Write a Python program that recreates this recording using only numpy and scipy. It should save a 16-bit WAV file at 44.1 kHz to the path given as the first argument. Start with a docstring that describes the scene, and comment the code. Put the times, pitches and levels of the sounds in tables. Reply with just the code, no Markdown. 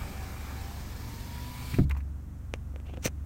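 """A power window rises in a parked car: its motor whirs, a sum of shaft orders that sag and then speed up.
The glass hisses along its seals (noise of shifting colour), over an idling engine (firing orders),
steady cabin noise and a yard rumble that ends as the window shuts. The glass thumps into the frame
(ringing door modes) and seal and switch snap (noise bursts). Last come handling clicks (impulses),
knocks (ringing case modes) and brief rubs (grainy noise) on a camera body close to the microphone."""
import sys
import numpy as np
from scipy import signal
from scipy.fft import rfft, irfft
from scipy.io import wavfile
from scipy.ndimage import uniform_filter1d

SR = 44100
rng = np.random.default_rng(int(sys.argv[2]) if len(sys.argv) > 2 else 0)


def to_wav(sig):
    """Store sig (one row per channel, or 1-D mono) as 16-bit WAV at the path in sys.argv[1].

    Samples outside -1..1 are clipped; the rate is SR.
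    """
    pcm = np.clip(np.atleast_2d(sig), -1, 1) * 32767
    pcm = np.round(pcm).astype(np.int16)
    wavfile.write(sys.argv[1], SR, pcm.T)  # frames by channels


N = 143325
T = np.arange(N) / SR


def amp(db):
    """Decibels to gain."""
    return 10 ** (np.asarray(db) / 20)


def unit(x):
    """Scales to rms 1."""
    return x / np.sqrt(np.mean(x ** 2) + 1e-20)


def curve(points):
    """A table of (time [s], value) at every sample."""
    return np.interp(T, *np.transpose(points))


def colour(points, hz, tilt_db=0):
    """A spectrum in dB on a log-frequency axis, tilted about 2 kHz; the tilt is held below 500 Hz."""
    f, db = np.transpose(points)
    tilt = tilt_db * np.log2(np.maximum(hz, 500) / 2000)
    return np.interp(np.log(hz + 1), np.log(f), db) + tilt


def noise(points, tilt_db=0, size=N):
    """Noise of a given spectrum, rms 1."""
    gain = amp(colour(points, np.fft.rfftfreq(size, 1 / SR), tilt_db))
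    return unit(irfft(rfft(rng.standard_normal(size)) * gain, size))


def drift(rate_hz, size=N):
    """Slow random motion, rms 1."""
    hz = np.fft.rfftfreq(size, 1 / SR)
    gain = (hz > 0) / (1 + (hz / rate_hz) ** 4)
    return unit(irfft(rfft(rng.standard_normal(size)) * gain, size))


def order_tone(order, turns, db):
    """A sine at a multiple of a rotation, from a random phase, with its rms level in dB."""
    phase = order * turns + rng.random()
    return np.sqrt(2) * amp(db) * np.sin(2 * np.pi * phase)


def add(mix, s, sound):
    """Mixes a sound in at a time."""
    part = mix[round(s * SR):][:len(sound)]
    part += sound[:len(part)]


STOP_S, RUN_DOWN_S = 1.793, 0.011  # the window shuts; time constant of the dying away


def running():
    """1 while the window moves, dying away exponentially once it is shut."""
    return np.exp(-np.maximum(T - STOP_S, 0) / RUN_DOWN_S)


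# motor shaft: (time [s], mean speed [turns per second])
MOTOR_SPEED = [(0, 101.3), (.1, 98), (.25, 95), (.48, 98.3), (.59, 96.7), (.75, 101), (1.0, 110),
               (1.1, 113.5), (1.3, 118.5), (1.5, 122.6), (1.78, 125)]
# weaker, steady orders of the shaft: (multiple of the speed, level [dB])
STEADY_ORDERS = [(3, -70), (4, -68), (6, -74), (10, -74)]
# strong orders, which change with the load: (multiple of the speed)
LOADED_ORDERS = [1, 2, 7, 8, 9]
# their changing levels: (time [s], one level [dB] for each of LOADED_ORDERS)
LOADED_LEVELS = [(0, -51, -60, -68, -63, -60), (.15, -53, -54, -66, -57, -69),
                 (.33, -54, -57, -68, -56.5, -71), (.44, -53, -60, -69, -62, -61),
                 (.56, -52, -58, -63, -56.5, -60), (.67, -53, -58, -60, -53, -69),
                 (.77, -53, -57, -61, -64, -68), (.86, -52, -59, -66, -76, -69),
                 (.99, -47, -56, -62, -72, -71), (1.1, -45, -54, -78, -58, -78),
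                 (1.26, -47, -51, -74, -57, -74), (1.53, -47, -52, -73, -52.5, -78),
                 (1.66, -45, -54, -69, -59, -78), (1.78, -45, -55, -70, -60, -78)]
# resonances of the motor housing, lifting the buzz: (frequency [Hz], width [Hz], lift [dB])
HOUSING_MODES = [(1720, 160, 10), (2270, 170, 11)]
BUZZ_DB = -80  # each higher order before the housing lifts it
MOTOR_WOBBLE, MOTOR_FLUTTER_DB = .0015, 1  # rms: fraction of the speed; level


def motor():
    """The motor sings on the orders of its shaft speed; the eighth is the whine, brushes buzz above."""
    speed = curve(MOTOR_SPEED) * (1 + MOTOR_WOBBLE * drift(rate_hz=24.5))
    turns = np.cumsum(speed) / SR
    times, *levels = np.transpose(LOADED_LEVELS)
    orders = list(STEADY_ORDERS)
    for order, db in zip(LOADED_ORDERS, levels):
        orders.append((order, np.interp(T, times, db)))
    for order in range(13, 26):
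        # a buzz order swells as it sweeps through a housing resonance
        lift = sum(lift_db / (1 + (2 * (order * speed - hz) / width) ** 2)
                   for hz, width, lift_db in HOUSING_MODES)
        orders.append((order, BUZZ_DB + lift))
    flutter = amp(MOTOR_FLUTTER_DB * drift(rate_hz=15))
    return sum(order_tone(order, turns, db) for order, db in orders) * flutter * running()


# hiss of the glass early, midway and late in its travel: (frequency [Hz], level per Hz [dB])
EARLY_HISS = [(250, 2), (380, 2), (550, -1), (740, 1), (900, 1), (1200, 1), (1560, -2), (1720, 1),
              (1980, -5), (2320, 0), (2600, -6), (3100, -9.5), (4300, -9), (8400, -12), (10500, -19),
              (11500, -15), (13500, -13), (15800, -15)]
MID_HISS = [(250, 4), (450, 1), (700, -2), (830, -3), (960, 1), (1200, -2.5), (1500, -6), (1720, -2),
            (2000, -5), (2220, -4), (2500, -8), (3150, -7.5), (4600, -6), (6000, -8), (9000, -13),
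            (10500, -18.5), (11500, -11.5), (15800, -11.5)]
LATE_HISS = [(250, -1), (560, -5), (900, -1.5), (1100, -3), (1350, -2), (1500, -5), (2050, -4), (2260, 3),
             (2500, -3), (3050, -6), (4500, -2), (5500, -10.5), (9000, -9), (10400, -14.5), (11700, -10.5),
             (15800, -11)]
# when each of the three colours is reached: (time [s])
HISS_TIMES = [0.32, 1.08, 1.7]
# loudness of the sliding: (time [s], mean level [dB])
SLIDE_LEVEL = [(0, -46), (.45, -47), (.9, -48), (1.4, -48), (1.62, -47), (1.72, -45.5), (1.79, -48),
               (1.802, -54), (1.842, -56), (1.865, -82), (1.95, -100)]
SLIDE_FLICKER_DB, SLIDE_PATCH_DB = .5, 1.4  # rms: overall level; patches of time and pitch


def slide():
    """Friction of glass on the seals: a hiss whose colour shifts as the pane rises."""
    hz, t, z = signal.stft(rng.standard_normal(N), SR, nperseg=1024, noverlap=768)
    db = 0
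    for spectrum, turn in zip((EARLY_HISS, MID_HISS, LATE_HISS), np.eye(3)):
        weight = np.interp(t, HISS_TIMES, turn)
        db = db + np.outer(colour(spectrum, hz), weight)
    gain = amp(db) / np.sqrt(np.mean(amp(db) ** 2, 0))  # equal power in every frame
    patches = uniform_filter1d(rng.standard_normal(z.shape), size=7, axis=0)
    patches = unit(uniform_filter1d(patches, size=12, axis=1))
    frames = z * gain * amp(SLIDE_PATCH_DB * patches)
    hiss = signal.istft(frames, SR, nperseg=1024, noverlap=768)[1][:N]
    return unit(hiss) * amp(curve(SLIDE_LEVEL) + SLIDE_FLICKER_DB * drift(rate_hz=60))


# engine idle: (multiple of the firing rate, mean level [dB])
FIRING_ORDERS = [(1, -62), (2, -49), (4, -48.5), (5, -53.5), (6, -57), (7, -59), (8, -61), (9, -62),
                 (10, -63), (11, -63), (12, -64.5)]
# boom on the third order, swelling as the cabin is sealed: (time [s], mean level [dB])
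BOOM_LEVEL = [(0, -42), (1.8, -43), (1.87, -36), (1.93, -32.5), (1.96, -40), (2.1, -39), (2.65, -40.5),
              (2.9, -39), (3.08, -44), (3.2, -38)]
FIRING_HZ = 23.38  # mean
IDLE_WOBBLE, IDLE_FLUTTER_DB = .012, 2  # rms: fraction of the rate; level of each order


def idle():
    """The engine's firing orders boom in the cabin, each with its own unsteady level."""
    rate = FIRING_HZ * (1 + IDLE_WOBBLE * drift(rate_hz=5.03))
    turns = np.cumsum(rate) / SR
    orders = FIRING_ORDERS + [(3, curve(BOOM_LEVEL))]
    return sum(order_tone(order, turns, db + IDLE_FLUTTER_DB * drift(rate_hz=4.6))
               for order, db in orders)


# steady rumble and hiss of the cabin: (frequency [Hz], relative level per Hz [dB])
CABIN_COLOUR = [(20, -6), (45, -3), (120, -3), (200, -10), (300, -12.5), (450, -23), (700, -24), (900, -26),
                (1400, -27), (2200, -36), (3200, -41), (4800, -44), (6000, -39.5), (8500, -41),
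                (10500, -45.5), (12000, -42.5), (15800, -44)]
CABIN_DB = -50


def cabin():
    """The steady noise floor of the cabin."""
    return amp(CABIN_DB) * noise(CABIN_COLOUR)


# rumble of the yard: (frequency [Hz], relative level per Hz [dB])
YARD_COLOUR = [(20, -1), (45, 7), (120, -4), (200, -7), (300, -13), (600, -36), (2000, -70)]
# its level as the window gap narrows: (time [s], level [dB])
YARD_LEVEL = [(0, -40), (.18, -45), (.9, -46.5), (1.4, -49), (1.78, -48)]


def yard():
    """Outdoor rumble through the open window, cut off when it shuts."""
    return amp(curve(YARD_LEVEL)) * noise(YARD_COLOUR) * running()


def blow(modes, db, contact_s):
    """A soft push rings the modes of a body; longer contact is duller."""
    t = np.arange(SR) / SR
    push = t * np.exp(-4 * t / contact_s)
    ring = 0
    for k, (hz, level, t60) in enumerate(modes):
        sign = (-1) ** k  # neighbouring modes start in opposite directions
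        ring = ring + sign * amp(level - 60 * t / t60) * np.sin(2 * np.pi * hz * t)
    return amp(db) * signal.fftconvolve(ring, push / push.sum())[:len(t)]


# glass meeting the frame and rebounding, then a later dull blow: (time [s], blow level [dB], contact time [s])
DOOR_THUMPS = [(1.7345, -25, .0048), (1.7863, -20.4, .0006), (1.795, -6, .0175), (1.8137, -12.5, .007),
               (1.8414, -14, .0126)]
# modes of the door: (frequency [Hz], relative level [dB], T60 [s])
DOOR_MODES = [(69, -18, .8), (87, -3, .5), (140, 5, .13), (186, -1.6, .42), (263, 2.4, .17),
              (303, -6.6, .22), (346, 5.6, .04), (451, -20, .18), (590, -17, .16), (710, -13, .11)]


def thumps(mix):
    """The pane strikes the frame, and a later dull blow follows; each rings the door."""
    for s, db, contact_s in DOOR_THUMPS:
        add(mix, s, blow(DOOR_MODES, db, contact_s))


# snaps of the seal, the switch and the handled camera case:
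# (time [s], level [dB], T60 [s], treble tilt [dB per octave], main ring [Hz])
TRIM_SNAPS = [(1.737, -37, .06, 0.5, 1900), (1.742, -35, 0.046, 1, 2500), (1.7857, -37, 0.065, -3, 1300),
              (1.8955, -40, .025, 5, 3600), (1.899, -44, .08, -10, 1720), (1.910, -29.5, .036, 0, 2380),
              (1.914, -42, .06, -6, 1100), (1.948, -42, .045, -5, 1000), (1.965, -41.5, .05, -4, 1000),
              (1.970, -51, .09, 6, 1750), (1.979, -51, 0.088, -8.5, 950), (2.003, -51, 0.048, 0, 1800),
              (3.0548, -19, .011, 5, 6100)]
# dense modes of plastic trim: (frequency [Hz], relative level per Hz [dB])
TRIM_COLOUR = [(200, -11), (650, -8.5), (1000, -0.5), (1350, -3.5), (1800, -1), (2400, 3.5), (3200, -10.5),
               (4300, -10.5), (5200, -15), (7000, -15), (10500, -22), (12000, -19), (16000, -20)]
SNAP_RISE_S, SNAP_RING_DB, SNAP_RING_WIDTH_HZ = .0006, 9, 260


def snap(db, t60, tilt_db, ring_hz):
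    """A short burst from the dense modes of plastic trim, one band of it ringing louder."""
    t = np.arange(SR // 5) / SR
    burst = noise(TRIM_COLOUR, tilt_db, size=len(t))
    b, a = signal.iirpeak(ring_hz, ring_hz / SNAP_RING_WIDTH_HZ, fs=SR)
    ring = signal.lfilter(b, a, burst)
    rise = 1 - np.exp(-t / SNAP_RISE_S)
    decay = np.exp(-np.log(1000) * t / t60)
    return amp(db) * rise * decay * unit(burst + amp(SNAP_RING_DB) * ring)


# dry handling clicks: (time [s], peak level [dB], treble tilt [dB per octave])
HANDLING_CLICKS = [(2.5389, -15, -.7), (2.5598, -44, 9), (2.7608, -31.5, -2), (2.801, -39.5, -1),
                   (2.973, -31, -3), (3.0635, -24, -1), (3.074, -26, 5), (3.079, -22, -0.5)]
# colour of the camera body: (frequency [Hz], relative level [dB])
BODY_COLOUR = [(60, -5), (250, 0), (550, 3.5), (1100, -8.5), (1700, -7), (2400, -1), (3300, -9),
               (4200, -18.5), (5000, -20), (5900, -13), (7500, -24), (9500, -22.5), (11000, -36),
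               (16000, -35)]
CLICK_TAIL_DB, CLICK_T60_S = -14.5, 0.064


def click(db, tilt_db, size=4096):
    """One sharp impulse, coloured by the camera body, with a faint cabin tail."""
    hz = abs(np.fft.fftfreq(size, 1 / SR))
    log_gain = np.log(amp(colour(BODY_COLOUR, hz, tilt_db)))
    # minimum phase puts the energy right at the onset
    tick = np.fft.ifft(np.exp(np.conj(signal.hilbert(log_gain)))).real
    tail = rng.standard_normal(size) * np.exp(-np.log(1000) * np.arange(size) / SR / CLICK_T60_S)
    tail /= np.linalg.norm(tail)
    sound = tick + amp(CLICK_TAIL_DB) * signal.fftconvolve(tick, tail)[:size]
    return amp(db) * sound / abs(tick).max()


# dull knocks on the camera body: (time [s], blow level [dB], contact time [s])
BODY_KNOCKS = [(2.737, -47, .0006), (2.761, -42, .001), (2.975, -30, .0016), (3.0555, -19.5, .001)]
# modes of its case: (frequency [Hz], relative level [dB], T60 [s])
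CASE_MODES = [(130, -1, .06), (272, -3, .05), (350, -6, .04), (511, 0.5, .045), (700, -6, 0.045)]


def knocks(mix):
    """Soft blows ring the few low modes of the camera case."""
    for s, db, contact_s in BODY_KNOCKS:
        add(mix, s, blow(CASE_MODES, db, contact_s))


# rubs of a hand:
# (time of the peak [s], level [dB], rise [s], fall [s], treble tilt [dB per octave])
HAND_RUBS = [(2.866, -51, .008, .014, -3), (2.893, -48, .016, .018, -4), (2.942, -50, .014, .008, -3),
             (2.972, -48, .008, 0.0062, -3)]
# their colour: (frequency [Hz], relative level per Hz [dB])
HAND_COLOUR = [(200, -2), (340, 6), (520, -4), (680, 0), (900, -8), (1300, -8.5), (1800, -12), (2300, -2),
               (2800, 2.5), (3600, -8), (5000, -16), (6500, -13), (10500, -24), (15800, -22)]
# one louder scuff right on the camera body: columns as for the rubs
BODY_SCUFF = (3.056, -27.5, .0095, .015, 0)
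# its colour: (frequency [Hz], relative level per Hz [dB])
BODY_SCUFF_COLOUR = [(200, -5), (600, -1), (1000, -7), (2300, 0), (3600, -7), (4200, -4), (5000, -9),
                     (6100, 4), (7300, -8), (8700, -6), (10500, -18), (12000, -15), (15800, -13)]
GRAIN_DB, GRAIN_HZ = 3.5, 600  # rms depth and rate of the grain
LIFT_FALLS = 1.9  # the hand lifts this many fall times after the peak


def rub(spectrum, peak_s, db, rise_s, fall_s, tilt_db, size=16384):
    """Grainy friction swells, fades, and ends as the hand lifts; returns its start and sound."""
    t = (np.arange(size) - size // 2) / SR  # 0 at the peak
    swell = np.exp(np.minimum(t / rise_s, -t / fall_s))
    lift = 1 / (1 + (np.maximum(t, 0) / (LIFT_FALLS * fall_s)) ** 10)
    grains = unit(amp(GRAIN_DB * drift(GRAIN_HZ, size=size)))
    return peak_s + t[0], amp(db) * swell * lift * grains * noise(spectrum, tilt_db, size=size)


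def scene():
    """The window closes over the engine and cabin, then the handling follows."""
    mix = motor() + slide() + idle() + cabin() + yard()
    thumps(mix)
    for s, *row in TRIM_SNAPS:
        add(mix, s, snap(*row))
    for s, *row in HANDLING_CLICKS:
        add(mix, s, click(*row))
    knocks(mix)
    for row in HAND_RUBS:
        add(mix, *rub(HAND_COLOUR, *row))
    add(mix, *rub(BODY_SCUFF_COLOUR, *BODY_SCUFF))
    return mix[None]


EDGE_HZ = 15900


def record(dry):
    """A steep linear-phase low-pass limits the band, with the ends padded to keep the length."""
    padded = np.pad(dry, ((0, 0), (255, 255)), "edge")
    lowpass = signal.firwin(511, EDGE_HZ, window=("kaiser", 9), fs=SR)
    return signal.oaconvolve(padded, lowpass[None], "valid")


dry = scene()
out = record(dry)
to_wav(out)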